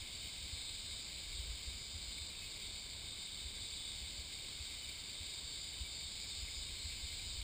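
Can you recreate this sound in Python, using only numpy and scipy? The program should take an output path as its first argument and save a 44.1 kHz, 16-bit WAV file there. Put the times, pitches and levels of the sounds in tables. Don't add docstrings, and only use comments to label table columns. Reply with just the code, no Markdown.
import sys
import numpy as np
from scipy import signal
from scipy.fft import rfft, irfft, next_fast_len
from scipy.io import wavfile
from scipy.ndimage import uniform_filter1d

SR = 44100
rng = np.random.default_rng(int(sys.argv[2]) if len(sys.argv) > 2 else 0)


def digitize_waveform(pressure):
    field = np.atleast_2d(pressure).T
    bounded = np.clip(field, -1, 1)
    quanta = np.round(bounded * 32767).astype(np.int16)
    wavfile.write(sys.argv[1], SR, quanta)


N = 327663

# time in seconds, level in dB.
CHORUS_LEVEL = [(0.0, -52), (0.7, -52), (1.59, -52), (2.29, -53.5), (2.5, -52), (2.92, -54), (3.6, -52.5),
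                (4.2, -52), (4.8, -51.5), (5.6, -53), (6.0, -53.5), (7.2, -51), (7.43, -51.5)]
# frequency in Hz, relative level per Hz in dB.
LOW_BODY = [(1090, -57), (1850, -16), (2000, -7.5), (2120, -0.5), (2330, 1), (2480, -4), (2570, -1),
            (2690, -10.5), (2790, -3.5), (2880, -8), (3200, -36), (5000, -120)]
MIDDLE_BODY = [(1710, -44.5), (2870, -17.5), (3000, -6), (3080, -8), (3220, -6.5), (3360, -10),
               (3520, -4.5), (3720, 0), (3900, -4.5), (4200, -9.5), (5460, -22), (9240, -120)]
HIGH_BODY = [(2480, -40.5), (4220, -2), (4400, 0), (4620, 3), (4800, -1.5), (4960, -2), (5150, -5),
             (5500, -17), (6000, -24), (13200, -120)]
LOW_DB, HIGH_DB = -7, -3
SWELL_DB = 0.74

# frequency in Hz, relative level per Hz in dB.
STREAM_COLOUR = [(59, -24), (100, -1.5), (119, -3.5), (218, -9), (911, -17.5), (1090, -16.5), (1270, -19.5),
                 (1470, -19.5), (1600, -14.5), (1850, -22), (2400, -50), (4070, -120)]
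STREAM_DB = -61.5

# time in seconds, rms level in dB.
WIND_LEVEL = [(0.0, -57.5), (0.85, -56.5), (1.03, -59), (1.2, -54), (1.57, -54), (1.75, -56.5), (2.77, -58),
              (3.23, -60.5), (3.43, -58), (4.3, -56.5), (4.65, -60), (6.3, -58), (6.75, -52.5), (7.1, -54),
              (7.43, -49.5)]
# frequency in Hz, relative level per Hz in dB.
RUMBLE_COLOUR = [(8.8, -37), (15, -6.5), (65, 0.5), (83, -1.5), (120, -28), (160, -50), (260, -120)]
# time of the envelope peak in seconds, its level in dB, swing rate in Hz.
BUFFETS = [(0.537, -40.6, 71.4), (1.279, -51, 55.6), (1.403, -38.0, 63.4), (1.445, -44.9, 54),
           (1.476, -44, 69), (1.506, -39, 63), (1.537, -46, 59), (1.682, -40, 63), (1.956, -41, 70),
           (2.063, -47, 57), (2.089, -44, 59), (2.219, -44, 66), (3.463, -42.5, 63), (3.614, -43.5, 76.4),
           (4.028, -45, 55.3), (4.192, -43, 70), (4.611, -41.5, 70), (5.214, -43, 75.5), (5.817, -38, 63.5),
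           (6.385, -44, 67), (6.433, -40.5, 59), (6.582, -43.5, 57), (6.615, -46, 51.7), (6.859, -43.5, 70),
           (7.045, -41.5, 69), (7.268, -43.5, 64.4), (7.363, -45, 67.4)]

# resonance in Hz, width in Hz.
FAR_DRUM = [(3720, 560), (4580, 640)]

# resonance in Hz, width in Hz.
NEAR_DRUMS = [
    [(3900, 700), (4850, 600)],
    [(3680, 600), (4600, 700)],
    [(3900, 600), (4860, 560)],
    [(4150, 600), (5050, 460)],
]
# start in seconds, end in seconds, first click rate in Hz,
# share of the rate lost per second.
NEAR_PHRASES = [(0.1, 2.35, 304.8, .047), (2.45, 6.7, 314, .0512), (4.9, 7.43, 321.5, .049),
                (5.9, 7.43, 335.5, .046)]
# time in seconds,
# level of the lower resonance in dB, level of the upper resonance in dB.
NEAR_EFFORTS = [
    [(0.1, -71, -68), (0.55, -54, -59.5), (1.0, -60, -63.5), (1.4, -65, -62), (1.8, -69, -60.5),
     (2.2, -54, -65), (2.35, -61, -63)],
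    [(2.45, -65, -70), (2.7, -59, -61), (3.2, -53.5, -59), (3.6, -58, -70), (3.8, -56, -62),
     (4.1, -64, -76), (4.8, -70, -67), (5.2, -59, -59.5), (5.9, -57, -59), (6.7, -58, -64)],
    [(4.9, -74, -72), (5.4, -67, -59.5), (5.9, -63, -60), (6.3, -63, -57), (6.8, -71, -61),
     (7.43, -74, -57)],
    [(5.9, -61, -68), (6.3, -58, -60.5), (6.9, -56, -65), (7.43, -62, -64)],
]
LEAF_FADE_DB, LEAF_FADES_PER_S = 3, 12

# start in seconds, length in seconds, middle pitch in Hz,
# peak level in dB.
PEEP_NOTES = [(0.199, .08, 3060, -57), (2.29, 0.045, 2390, -60), (4.745, .08, 3020, -60),
              (4.827, 0.03, 2985, -50), (4.877, 0.032, 2350, -54), (5.772, 0.066, 2995, -58),
              (5.843, .045, 2300, -54), (7.07, .07, 3010, -60), (7.228, 0.06, 3010, -57),
              (7.348, 0.025, 3020, -55)]
# start in seconds, level before the onset and decay in dB, pitch in Hz.
TICK_HITS = [(2.1819, -38, 2270), (2.6459, -47.5, 2270), (5.0579, -47, 2280), (6.4842, -40, 2140),
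             (6.8962, -41, 2250), (7.1277, -41, 2180), (7.194, -37.5, 2360), (7.4145, -42, 2320)]
# time in seconds, click rate in Hz, level in dB.
DEEP_OPENING = [(2.34, 328, -78), (2.37, 325.5, -65), (2.43, 320.5, -60), (2.49, 316.5, -61),
                (2.51, 316, -78)]

# frequency in Hz, relative level per Hz in dB.
HISS_COLOUR = [(30, -16), (70, -13), (130, -6.5), (300, 4), (1850, 2.5), (2050, -6), (2150, -27),
               (2700, -21.5), (3200, -28), (5000, -90)]
HOLD_HZ, STORE_HZ = 12000, 48000
TOP_HZ = 15390


def amp(db):
    return 10 ** (np.asarray(db) / 20)


def unit(x):
    return x / np.sqrt(np.mean(x ** 2) + 1e-20)


def curves(rows):
    s, *columns = np.transpose(rows)
    return [np.interp(np.arange(N) / SR, s, column) for column in columns]


def wobble(rate, count=N):
    knots = rng.standard_normal(64 + int(N * rate // SR))
    return np.interp(np.arange(count) * rate / SR, np.arange(len(knots)), knots)


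def filtered(x, response):
    m = next_fast_len(N + 8192)
    spectrum = rfft(x, m) * response(np.fft.rfftfreq(m, 1 / SR))
    return irfft(spectrum, m)[..., :N]


def coloured(x, spectrum):
    f, db = np.transpose(spectrum)
    return unit(filtered(x, lambda hz: amp(np.interp(np.log(hz + 1), np.log(f + 1), db))))


def patchy(depth_db):
    z = signal.stft(rng.standard_normal(N + 512), nperseg=512)[2]
    field = uniform_filter1d(rng.standard_normal(z.shape), size=4, axis=0)
    field = uniform_filter1d(field, size=8, axis=1)
    return signal.istft(z * amp(depth_db * unit(field)), nperseg=512)[1][:N]


def chorus():
    out = np.zeros(N)
    level_db, = curves(CHORUS_LEVEL)
    bands = zip((LOW_DB, 0, HIGH_DB), (LOW_BODY, MIDDLE_BODY, HIGH_BODY), (-5, -18, -18))
    for band_db, body, click_db in bands:
        clicks = (rng.random(N) < 250 / SR) * rng.standard_normal(N)
        swell = amp(level_db + band_db + SWELL_DB * wobble(15))
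        blur = unit(patchy(depth_db=0.55))
        out += swell * coloured(blur + amp(click_db) * unit(clicks), body)
    return out


def stream():
    return amp(STREAM_DB) * coloured(patchy(depth_db=0.62), STREAM_COLOUR)


def wind():
    level_db, = curves(WIND_LEVEL)
    rumble = amp(level_db + 1.5 * wobble(16)) * coloured(rng.standard_normal(N), RUMBLE_COLOUR)
    t = np.arange(-2200, 2200) / SR
    bumps = np.zeros(N + 2 * len(t))
    for s, db, hz in BUFFETS:
        cycles = np.where(t < 0, .7, 1.1)
        envelope = np.exp(-(t * hz / cycles) ** 2)
        swing = envelope * np.cos(2 * np.pi * (hz * t + rng.random()))
        bumps[round(s * SR) + len(t) // 2:][:len(t)] += amp(db) * swing
    return rumble + bumps[len(t):][:N]


def buzz(rate_hz, body, levels_db, fade_db, orders):
    count = len(rate_hz)
    turns = np.cumsum(rate_hz) / SR + .002 * wobble(60, count)
    sound, gains = 0, amp(levels_db)
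    for k in orders:
        gain = 0
        for (hz, width), resonance_gain in zip(body, gains):
            gain = gain + resonance_gain / (1 + ((k * rate_hz - hz) / (width / 2)) ** 6)
        fade = amp(fade_db * wobble(7.56, count))
        sound += gain * fade * np.sin(2 * np.pi * (k * turns + rng.random()))
    return sound * signal.windows.tukey(count, .04)


def far_singers():
    out = np.zeros(N + 6 * SR)
    t = np.arange(5 * SR // 2) / SR
    for slot, (delay, pitch, beat) in enumerate(rng.random((7, 3))):
        start = round((slot + delay) * 1.3 * SR)
        throb = amp(2.9 * np.sin(2 * np.pi * (6.6 * t + beat)))
        rate_hz = 300 + 35 * pitch - 14.5 * t
        phrase = buzz(rate_hz, FAR_DRUM, [-66, -65], fade_db=3, orders=range(10, 18))
        out[start:][:len(t)] += throb * phrase
    return out[2 * SR:][:N]


def singers():
    out = np.zeros(N)
    for (start, end, first_hz, sag), effort, body in zip(NEAR_PHRASES, NEAR_EFFORTS, NEAR_DRUMS):
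        on = slice(round(start * SR), round(end * SR))
        rate_hz = first_hz * np.exp(-sag * (np.arange(N)[on] / SR - start))
        levels_db = np.array([db + LEAF_FADE_DB * wobble(LEAF_FADES_PER_S) for db in curves(effort)])
        out[on] += buzz(rate_hz, body, levels_db[:, on], fade_db=2, orders=range(10, 20))
    return out


def peeps():
    out = np.zeros(N)
    for s, length, hz, db in PEEP_NOTES:
        u = np.linspace(0, 1, round(length * SR))
        turns = np.cumsum(hz * (1 + 0.0076 * (.5 - u))) / SR
        envelope = np.sin(np.pi * u) ** 0.52
        out[round(s * SR):][:len(u)] += amp(db) * envelope * np.sin(2 * np.pi * turns)
    return out


def ticks():
    out, t = np.zeros(N + SR), np.arange(600) / SR
    for s, db, hz in TICK_HITS:
        envelope = amp(db - 60 * t / 0.023) * (1 - np.exp(-t / 0.0012))
        out[round(s * SR):][:len(t)] += envelope * np.sin(2 * np.pi * hz * t)
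    return out[:N]


def deep_opening():
    out = np.zeros(N)
    on = slice(round(DEEP_OPENING[0][0] * SR), round(DEEP_OPENING[-1][0] * SR))
    rate_hz, level_db = np.array(curves(DEEP_OPENING))[:, on]
    out[on] = buzz(rate_hz, [(2570, 560)], [level_db], fade_db=1, orders=range(6, 11))
    return out


def scene():
    background = chorus() + stream() + wind()
    forest = background + far_singers() + singers() + peeps() + ticks() + deep_opening()
    return np.array([forest, forest])


def record(dry):
    def hold(hz):
        return np.sinc(hz / HOLD_HZ) / np.sinc(hz / STORE_HZ)

    def flat(hz):
        return (hz < HOLD_HZ / 2) / hold(np.minimum(hz, HOLD_HZ / 2))

    def top_cut(hz):
        return np.clip((TOP_HZ - hz) / 140, 0, 1) ** 2

    comb = 1 + 2 * np.cos(2 * np.pi * HOLD_HZ * np.arange(N) / SR)
    held = filtered(filtered(dry, flat) * comb, hold)
    hiss = amp(-83) * coloured(rng.standard_normal(N), HISS_COLOUR)
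    return filtered(held + [[1], [-1]] * hiss, top_cut)


dry = scene()
out = record(dry)
digitize_waveform(out)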